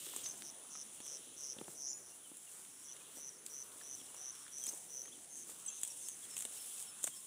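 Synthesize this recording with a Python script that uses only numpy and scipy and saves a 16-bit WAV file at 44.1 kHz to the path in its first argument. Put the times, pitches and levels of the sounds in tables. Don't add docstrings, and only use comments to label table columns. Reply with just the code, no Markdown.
import sys
import numpy as np
from scipy import signal
from scipy.fft import rfft, irfft
from scipy.io import wavfile

SR = 44100
rng = np.random.default_rng(int(sys.argv[2]) if len(sys.argv) > 2 else 0)


def generate_wav(sig):
    pcm = np.round(np.clip(np.atleast_2d(sig).T, -1, 1) * 32767).astype(np.int16)
    wavfile.write(sys.argv[1], SR, pcm)


def to_linear_factor(level_db):
    exponent = np.asarray(level_db, float) / 20
    return 10 ** exponent


N = 320166
TIME = np.arange(N) / SR


def in_time(rows):
    s, *columns = np.transpose(rows)
    return [np.interp(TIME, s, c) for c in columns]


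def rms_one(x):
    return x / np.sqrt(np.mean(x ** 2) + 1e-20)


def colour(x, spectrum):
    hz, db = np.transpose(spectrum)
    grid = np.maximum(np.arange(2049) * SR / 4096, 1)
    log_gain = np.log(to_linear_factor(np.interp(np.log(grid), np.log(hz), db)))
    cepstrum = irfft(log_gain)
    cepstrum[1:2048] *= 2
    cepstrum[2049:] = 0
    response = irfft(np.exp(rfft(cepstrum)))
    return signal.fftconvolve(x, response)[:N]


def band(x, low_hz, high_hz):
    return signal.sosfilt(signal.butter(2, [low_hz, high_hz], "band", fs=SR, output="sos"), x)


def drift(rate):
    knots = rng.standard_normal(2000)
    return np.interp(TIME * rate, np.arange(2000), knots) * 1.2


def add(out, s, burst):
    i = round(s * SR)
    out[i:i + len(burst)] += burst[:N - i]


def breeze():
    # (time [s], level [dB])
    breeze_level = [(0, -60), (.2, -56.5), (.5, -61), (1.15, -60.5), (1.5, -59.5), (2.1, -62.5),
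                    (2.8, -62.5), (3.2, -60), (3.6, -62), (4.2, -60), (4.55, -62.5), (4.75, -60.5),
                    (5.3, -62), (5.52, -61), (5.8, -64.5), (6.3, -59.5), (6.7, -64), (7.0, -61),
                    (7.26, -66)]
    # (frequency [Hz], relative level [dB per Hz])
    air_spectrum = [(25, 8), (60, -1.5), (200, -0.5), (400, -0.1), (900, -5.5), (2100, -9), (3300, -12.5),
                    (4900, -15.5), (7000, -1), (9000, -7), (12000, -22.5), (16000, -11.5)]
    edges = 20 * 2 ** np.arange(0, 10.1, .7)
    patches = sum(to_linear_factor(2.64 * drift(7.0)) * band(rng.standard_normal(N), low, high)
                  for low, high in zip(edges, edges[1:]))
    return to_linear_factor(*in_time(breeze_level)) * rms_one(colour(patches, air_spectrum))


def drone(db, hz, share):
    width_hz, throbs_per_s = 960, 97
    lowpass = signal.butter(2, width_hz / 2, fs=SR, output="sos")
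    low = signal.sosfilt(lowpass, rng.standard_normal((2, N)))
    turn = 2 * np.pi * np.cumsum(hz) / SR
    hiss = rms_one(low[0] * np.cos(turn) + low[1] * np.sin(turn))
    throb = np.cos(2 * np.pi * np.cumsum(throbs_per_s + 1.31 * drift(1.75)) / SR)
    return to_linear_factor(db) * hiss * (1 + np.clip(share, 0, 1) * throb)


def rustle(db, dark):
    # (frequency [Hz], relative level [dB per Hz])
    blade_spectrum = [(300, -13.5), (1500, -12), (3400, -12), (5000, -6.5), (6500, -4), (8500, 3.5),
                      (11000, -4), (15000, -5), (16000, -2.5)]
    grains_per_s = 5000 * to_linear_factor(3 * drift(40.0))
    born = rng.random(N) < grains_per_s / SR
    size = to_linear_factor(3.4 * np.minimum(rng.exponential(1, N), 5))
    grains = born * size * rng.choice([-1, 1], N)
    bright = rms_one(colour(rms_one(grains) + 0.61 * rng.standard_normal(N), blade_spectrum))
    darker = 2.15 * np.clip(dark, 0, 1) * band(bright, 5440, 10100)
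    return to_linear_factor(db + 1.26 * drift(30.0)) * (bright + darker)


def high_rustle(db):
    return to_linear_factor(db) * rms_one(band(band(rng.standard_normal(N), 10750, 11050), 10750, 11050))


def whistle(length, from_hz, to_hz, flutter):
    part = np.arange(0, 1, 1 / (length * SR))
    pitch = to_hz + (from_hz - to_hz) * (1 - part) ** 3
    loudness = np.sin(np.pi * part) ** .5 * flutter[:len(part)]
    return loudness * np.sin(2 * np.pi * np.cumsum(pitch) / SR)


def mid_rustle():
    # (time [s], level [dB])
    mid_level = [(0, -58.5), (.2, -58.5), (.3, -67), (.9, -69.5), (1.3, -65.5), (1.9, -79), (2.3, -71),
                 (2.7, -74), (3.05, -67), (3.4, -76.5), (4.2, -68), (5.3, -74), (5.8, -64.5), (6.15, -71),
                 (6.4, -66.5), (6.8, -63.5), (7.26, -70)]
    flutter = to_linear_factor(3 * drift(250.0))
    mid = rms_one(band(rng.standard_normal(N), 2730, 3880))
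    for when, long, low, glide in rng.random((90, 4)):
        hz = 2600 + 1000 * low
        squeak = whistle(.015 + .04 * long, hz * (.88 + .24 * glide), hz, flutter)
        add(mid, 7.2 * when, .7 * squeak)
    return to_linear_factor(*in_time(mid_level)) * rms_one(mid)


def snaps(rustle_db):
    # (time [s], nominal level [dB], body against crack before colouring [dB])
    stem_snaps = [(0.0646, -37.5, -1), (0.1625, -25.5, -16), (0.2594, -43, 8.5), (.288, -35, -13),
                  (.4213, -44, -11), (1.0027, -41, 2), (1.064, -37, -6.5), (1.586, -49.5, 12.5),
                  (2.965, -43, -3), (2.369, -37, -14), (3.463, -32, -20), (4.1449, -37, -13),
                  (4.352, -40.5, -6), (4.4791, -44.5, 2.5), (4.5823, -40, -12), (4.6392, -30, -18),
                  (4.667, -27, -8.5), (4.6894, -29.5, -18), (4.6933, -32, -23), (4.7757, -38, -19),
                  (5.4992, -39, -10), (5.8142, -32, -26), (5.8328, -21.5, -12.5), (5.849, -32.5, -10),
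                  (5.8757, -31.5, -19), (6.0857, -28, -15), (6.3666, -27, -6.5), (6.371, -38, -11),
                  (6.3785, -27, -19), (6.3886, -28, -15), (6.4, -32, -12), (6.4064, -27.5, -14),
                  (6.4226, -29.5, -10), (6.4511, -29, -2.5), (6.8253, -34.5, -21), (6.839, -42.5, -21),
                  (7.0302, -30, -19), (7.0361, -34, -10), (7.0402, -23, -15), (7.0418, -19, -17),
                  (7.069, -27.5, -14), (7.0724, -31, -8.5), (7.0736, -33, -14), (7.0769, -34, -6)]
    # (frequency [Hz], gain before a common lift [dB])
    crack_spectrum = [(300, -22), (2100, -42), (5000, -26), (6700, -6.5), (8400, -0.5), (10000, -10.5),
                      (12300, -17), (15000, -20), (16000, -10)]
    # (frequency [Hz], gain [dB])
    stem_spectrum = [(300, -46), (800, -5), (2100, -3), (3400, 8), (4500, -1.5), (6000, -42)]
    small_per_s, small_db, busy_db = 20, -46.5, -56.5
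    usual_t60_s, ring_hz, ring_spread_hz = 0.02, 8620, 970
    crack, body, ring = np.zeros((3, N))
    t = np.arange(1300) / SR
    when, keep, size, dull = rng.random((400, 4)).T
    when = when * N / SR
    wanted = small_per_s * to_linear_factor(np.interp(when, TIME, rustle_db) - busy_db) * N / SR
    kept = keep < wanted / len(when)
    small = np.transpose([when, small_db - 10.2 * size, 20.0 * dull - 17.0])[kept]
    noises = rng.standard_normal((len(stem_snaps) + len(when), 2, len(t) + 1))
    for (s, db, body_db), noise in zip([*stem_snaps, *small], noises):
        t60 = usual_t60_s * to_linear_factor(0.5 * noise[0, -1])
        hz = ring_hz + ring_spread_hz * noise[1, -1]
        onset = (1 - np.exp(-t / 0.00017)) * (0.54 + 1.18 * np.exp(-t / 0.00033))
        fall = to_linear_factor(db - 60 * t / t60) * onset
        burst = fall * noise[:, :-1]
        burst = burst * np.linalg.norm(fall) / np.linalg.norm(burst, axis=1, keepdims=True)
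        add(crack, s, burst[0])
        add(body, s, to_linear_factor(body_db) * burst[1])
        add(ring, s, 0.13 * fall * np.sin(2 * np.pi * hz * t))
    return ring + to_linear_factor(8.5) * colour(crack, crack_spectrum) + colour(body, stem_spectrum)


def thuds():
    # (time [s], nominal level [dB], pitch [Hz], time to fade 60 dB [cycles])
    soft_contacts = [(.066, -44.5, 345, 10), (.136, -43.5, 1000, 24), (.162, -44, 440, 14),
                     (.335, -48.5, 431, 18), (.649, -49.5, 1270, 27), (.753, -42.5, 1270, 37),
                     (1.002, -38, 239, 5), (1.565, -39.5, 237, 4.5), (1.584, -43, 220, 11),
                     (1.613, -26, 348, 3.5), (1.615, -42, 140, 6.5), (1.681, -29.5, 330, 3.5),
                     (1.684, -44, 140, 6), (2.315, -43, 315, 9), (3.09, -47.5, 406, 8),
                     (3.169, -45.5, 300, 12), (3.184, -40.5, 600, 8), (3.759, -48, 368, 6.5),
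                     (3.812, -46, 1740, 50.5), (4.014, -44.5, 262, 6.5), (4.103, -45, 930, 9),
                     (4.144, -45, 860, 12), (4.465, -46, 1670, 29), (4.479, -45, 1500, 20),
                     (4.677, -44, 322, 6), (4.713, -42, 530, 4), (4.73, -48, 298, 21), (4.742, -47, 377, 9),
                     (5.055, -50, 1880, 59), (5.079, -50, 1200, 25), (5.474, -54, 299, 14),
                     (5.493, -45.5, 457, 11), (5.51, -50, 300, 15.5), (6.45, -39, 251, 7.5),
                     (7.041, -38, 600, 15), (7.074, -34, 646, 12), (7.076, -36.5, 1050, 16),
                     (7.085, -47, 150, 6.5)]
    grain, faint_db, faint_cycles = 0.42, -52.5, 11
    out, t = np.zeros(N), np.arange(4000) / SR
    faint = [(when * N / SR, faint_db - 4.4 * size, 250 + 250 * pitch, faint_cycles)
             for when, size, pitch in rng.random((14, 3))]
    grainy = np.clip(grain, .02, 1)
    for s, db, hz, cycles in soft_contacts + faint:
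        noise = rng.standard_normal(len(t))
        puff = rms_one(band(noise ** 3, hz * .5, hz * 2.68))
        touch = rms_one(band(noise, hz * 2.0, hz * 9.1)) * np.exp(-t * hz * 1.4)
        swell = 1 - np.exp(-t * hz / (0.74 * grainy))
        tone = (1 - grainy) * np.sin(2 * np.pi * hz * t)
        contact = 0.15 * (1 - grainy) * touch + swell * (tone + grainy * puff)
        add(out, s, to_linear_factor(db - 60 * t * hz / cycles) * contact)
    return out


def chewing():
    out, t = np.zeros(N), np.arange(1500) / SR
    clumps = 7 * rng.random(60)
    for clump, when, pitch, size in rng.random((300, 4)):
        hz = 250 * 14.0 ** pitch
        fall = to_linear_factor(-9.0 * size - 12.5 * t * hz) * (1 - np.exp(-t * hz))
        s = clumps[int(clump * len(clumps))] + .12 * when
        add(out, s, fall * np.sin(2 * np.pi * hz * t))
    return to_linear_factor(-51.5) * out


def bird_notes():
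    # (time [s], length [s], start pitch [Hz], level before flutter [dB])
    chirp_rows = [(0.243, 0.025, 4320, -44.5), (0.261, .009, 4240, -40), (0.286, 0.0039, 5950, -44),
                  (.295, 0.012, 5750, -43), (.309, .0074, 5060, -43.5), (0.319, .0065, 4960, -51),
                  (1.866, 0.011, 5500, -38.5), (4.673, 0.019, 5010, -40), (4.686, 0.017, 5050, -39)]
    # (time [s], length [s], level before flutter [dB])
    tseep_rows = [(6.04, .04, -58), (6.295, 0.061, -57), (6.57, .07, -58.5), (6.866, .051, -56.5),
                  (7.148, .046, -58)]
    # (time [s], length [s], start pitch [Hz], end pitch [Hz], level before flutter [dB])
    other_notes = [(.235, 0.015, 5200, 7000, -45), (0.267, 0.02, 6180, 6120, -44),
                   (1.874, 0.039, 6740, 6840, -48), (1.885, 0.043, 7170, 7130, -48),
                   (1.92, .045, 6950, 6900, -48.5), (1.962, .03, 6900, 6980, -53),
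                   (2.109, 0.037, 2690, 2800, -66), (2.234, 0.047, 3490, 2980, -62),
                   (2.469, 0.028, 3000, 2720, -63), (2.882, .022, 3300, 3400, -63),
                   (2.904, .02, 3200, 2960, -64), (3.002, .02, 2510, 2490, -67),
                   (2.703, .012, 6800, 6300, -59), (2.836, 0.013, 7050, 6400, -61),
                   (3.384, 0.012, 6740, 6300, -53.5), (4.614, 0.057, 3450, 3200, -58),
                   (3.992, 0.032, 3500, 3250, -63), (5.64, .1, 3100, 2660, -66.5),
                   (4.659, 0.0091, 6500, 6900, -41), (4.732, 0.0083, 6300, 6570, -43),
                   (5.118, 0.022, 3020, 3480, -55.5), (5.14, .025, 3400, 3010, -61.5),
                   (5.073, .014, 3200, 3270, -60.5), (5.661, .0096, 8300, 8130, -38),
                   (5.671, .013, 8150, 7750, -41), (5.677, 0.029, 7500, 7350, -45),
                   (5.679, .013, 6150, 6170, -40), (5.68, 0.028, 3360, 3240, -57),
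                   (5.9, .02, 5690, 5630, -48), (6.226, 0.032, 3600, 3270, -58.5),
                   (7.107, 0.054, 3280, 3230, -59.5)]
    # (time [s], length [s], start pitch [Hz], end pitch [Hz], level before flutter [dB])
    far_tones = [(4.175, .11, 766, 752, -68), (5.76, .25, 1080, 907, -76), (7.114, .14, 1082, 1060, -72.5)]
    chirp_top_hz, tseep_from_hz, tseep_to_hz = 6400, 5700, 5300
    out, flutter = np.zeros(N), to_linear_factor(3 * drift(250.0))
    chirps = [(s, length, hz, chirp_top_hz, db) for s, length, hz, db in chirp_rows]
    tseeps = [(s, length, tseep_from_hz, tseep_to_hz, db) for s, length, db in tseep_rows]
    for s, length, from_hz, to_hz, db in chirps + tseeps + other_notes + far_tones:
        add(out, s, to_linear_factor(db) * whistle(length, from_hz, to_hz, flutter[round(s * SR):]))
    return out


def ticks():
    # (time [s], peak level [dB], low edge [Hz], high edge [Hz])
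    stalk_ticks = [(0.422, -33, 1200, 5200), (3.4655, -31.5, 3060, 9000)]
    out = np.zeros(N)
    for s, db, low_hz, high_hz in stalk_ticks:
        click = band(signal.unit_impulse(200), low_hz, high_hz)
        add(out, s, to_linear_factor(db) * click / np.abs(click).max())
    return out


def crickets():
    # (voice, first stroke [s], last stroke [s], pace in the middle [strokes per s])
    trills = [("wide", .4311, .5001, 144.1), ("wide", .7062, .8286, 147), ("wide", 1.0245, 1.1707, 143.5),
              ("wide", 1.3734, 1.5293, 140.4), ("wide", 1.7582, 1.9316, 138.4),
              ("wide", 1.9905, 2.1204, 123.2), ("faint", 2.6898, 2.8281, 115.8),
              ("narrow", 2.8454, 2.9316, 139.5), ("narrow", 3.1651, 3.2924, 141.7),
              ("faint", 3.3012, 3.3691, 117.6), ("narrow", 3.4992, 3.6263, 142),
              ("narrow", 3.8228, 3.9522, 140), ("faint", 3.9737, 4.0668, 108),
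              ("narrow", 4.1669, 4.3065, 136.5), ("faint", 4.3285, 4.4643, 121),
              ("narrow", 4.5214, 4.654, 135.6), ("narrow", 4.8918, 5.0185, 134.1),
              ("high", 5.0313, 5.0863, 144.1), ("high", 5.3006, 5.4348, 149),
              ("high", 5.6536, 5.7902, 146.1), ("high", 6.0067, 6.1445, 145)]
    # (start [dB], end [dB])
    trill_levels = [(-53, -44.5), (-52, -43.5), (-50, -42), (-47.5, -40), (-50, -39), (-62, -55),
                    (-67, -56.5), (-55, -44), (-52, -42), (-67.5, -55), (-52, -40.5), (-51.5, -42),
                    (-51, -60), (-50, -39), (-51, -59), (-49, -40), (-50.5, -39), (-44.5, -48.5),
                    (-54.5, -47.5), (-53, -47), (-53, -48.5)]
    voices = {"wide": (5920, 140, 1180, 0.08, 1), "narrow": (6039.5, -200, 490, 0.2, 0.72),
              "high": (6351, -96.5, 478, -0.1, 1.13), "faint": (5600, 99, 660, 0.21, 0.61)}
    narrowness, spread_db, long_short = 5.8, 1.7, 0.25
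    out = np.zeros(N)
    for (voice, first, last, pace), (start_db, end_db) in zip(trills, trill_levels):
        held_hz, off_hz, sweep_hz, slowing, early = voices[voice]
        rate, end_rate = pace * (1 + slowing / 2), pace * (1 - slowing / 2)
        t = np.arange(first - 3.4 / rate, last + .5 / end_rate, 1 / SR)
        part = (t - first) / (last - first)
        strokes = 4.5 + (t - first) * (rate + (end_rate - rate) * part / 2)
        count = strokes.astype(int)
        strength, start, late = rng.standard_normal((3, 40))[:, count]
        within = np.clip((strokes % 1 - .5 - 0.0302 * late) * 1.2, -.5, .5)
        short = (count[-100] - count) % 2 * part * long_short * sweep_hz / 1000
        power = narrowness * (1 + 1.8 * np.clip(short, 0, 1))
        shape = np.tanh(3.45 * np.cos(np.pi * within) ** power)
        fall = (within + .5) ** 1.8 - .3
        pitch = np.interp(part, [0, .5], [held_hz + off_hz, held_hz]) + 60 * late
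        pitch = pitch - 2 * sweep_hz * fall * np.interp(part, [0, .5], [.6, 1])
        early_db = start_db + early * (end_db - start_db)
        db = np.interp(part, [-0.061, -0.041, 0.38, 1], [start_db - 30.0, start_db, early_db, end_db])
        tone = np.sin(2 * np.pi * np.cumsum(pitch) / SR + 1.2 * start)
        add(out, t[0], to_linear_factor(db + spread_db * strength) * shape * tone)
    return signal.sosfilt(signal.butter(8, 5000, "high", fs=SR, output="sos"), out)


def surroundings(near):
    # (delay [s], level against the direct sound [dB])
    reflections = [(.0045, -17), (0.01, -16), (.019, -19.5), (0.031, -26)]
    valley_db, valley_t60_s = -15.5, 1
    t = np.arange(SR) / SR
    scatter = rng.standard_normal(SR) * to_linear_factor(-60 * t / valley_t60_s) * (t > .03)
    back = to_linear_factor(valley_db) * signal.fftconvolve(near, scatter / np.linalg.norm(scatter))[:N]
    for delay, db in reflections:
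        add(back, delay, to_linear_factor(db) * near)
    return back


def scene():
    # (time [s], rustle level before darkening and drift [dB], darkness [0-1])
    grass_stir = [(0, -48.5, .15), (.17, -49.5, 0), (.24, -55, 0.44), (.5, -58.5, 0.04), (.56, -64.5, 0.3),
                  (.95, -63, 0.5), (1.07, -58, 0.55), (1.16, -63, 0.34), (1.62, -62, 0.46),
                  (1.73, -54, 0.1), (1.78, -62.5, 0.26), (2.4, -63, 0.4), (2.49, -59, 0.32),
                  (3.05, -63, 0.4), (3.17, -56, .2), (3.42, -70, .5), (3.48, -56, 0.04), (4.0, -60, 0.42),
                  (4.55, -62, .5), (4.69, -46.5, 0.05), (4.79, -59, 0.6), (5.05, -63.5, 0.3),
                  (5.44, -60, 0.64), (5.5, -52.5, 0.2), (5.7, -61.5, 0.7), (5.84, -54, 0.86),
                  (5.9, -54, 0.67), (6.07, -55, 0.73), (6.12, -60.5, 0.53), (6.33, -56, 0.53),
                  (6.39, -52.5, 0.6), (6.49, -58, 0.56), (6.61, -48.5, 0.04), (6.83, -51, 0.4),
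                  (6.88, -58.5, 0.42), (7.02, -59, 0.6), (7.08, -52, .2), (7.11, -59, 0.5),
                  (7.26, -52.5, 0.3)]
    # (time [s], insect drone level before throbbing [dB], drone centre [Hz],
    #              share of drone that throbs [0-1], level of a thin band of rustle hiss near 10.9 kHz [dB])
    high_bands = [(0, -63, 9800, 0.1, -70.5), (.56, -57.5, 9610, 0.4, -82), (1.0, -58, 9700, 0.2, -78.5),
                  (1.66, -60, 9730, 0, -71), (2.5, -60, 9940, .2, -96), (3.3, -61, 9770, 0, -76),
                  (4.5, -58.5, 9700, 0.17, -78), (5.6, -61, 9800, 0.4, -81), (5.9, -55.5, 9770, 0.2, -66),
                  (6.25, -58.5, 9830, .2, -72), (6.7, -53.5, 9740, .25, -63), (7.26, -60, 9880, 0.1, -78.5)]
    rustle_db, dark = in_time(grass_stir)
    drone_db, drone_hz, throb_share, hiss_db = in_time(high_bands)
    near = snaps(rustle_db) + bird_notes() + ticks() + crickets()
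    grass = rustle(rustle_db, dark) + high_rustle(hiss_db) + mid_rustle()
    cow = thuds() + chewing()
    mono = near + surroundings(near) + grass + cow + drone(drone_db, drone_hz, throb_share) + breeze()
    return np.array([mono, mono])


def band_limit(x):
    return signal.sosfilt(signal.butter(12, 16440, fs=SR, output="sos"), x)


def record(dry):
    thin = signal.sosfilt(signal.butter(2, 120, "high", fs=SR, output="sos"), dry)
    cut = signal.sosfilt(signal.cheby2(16, 50, 15900, fs=SR, output="sos"), thin)
    return band_limit(cut)


dry = scene()
out = record(dry)
generate_wav(out)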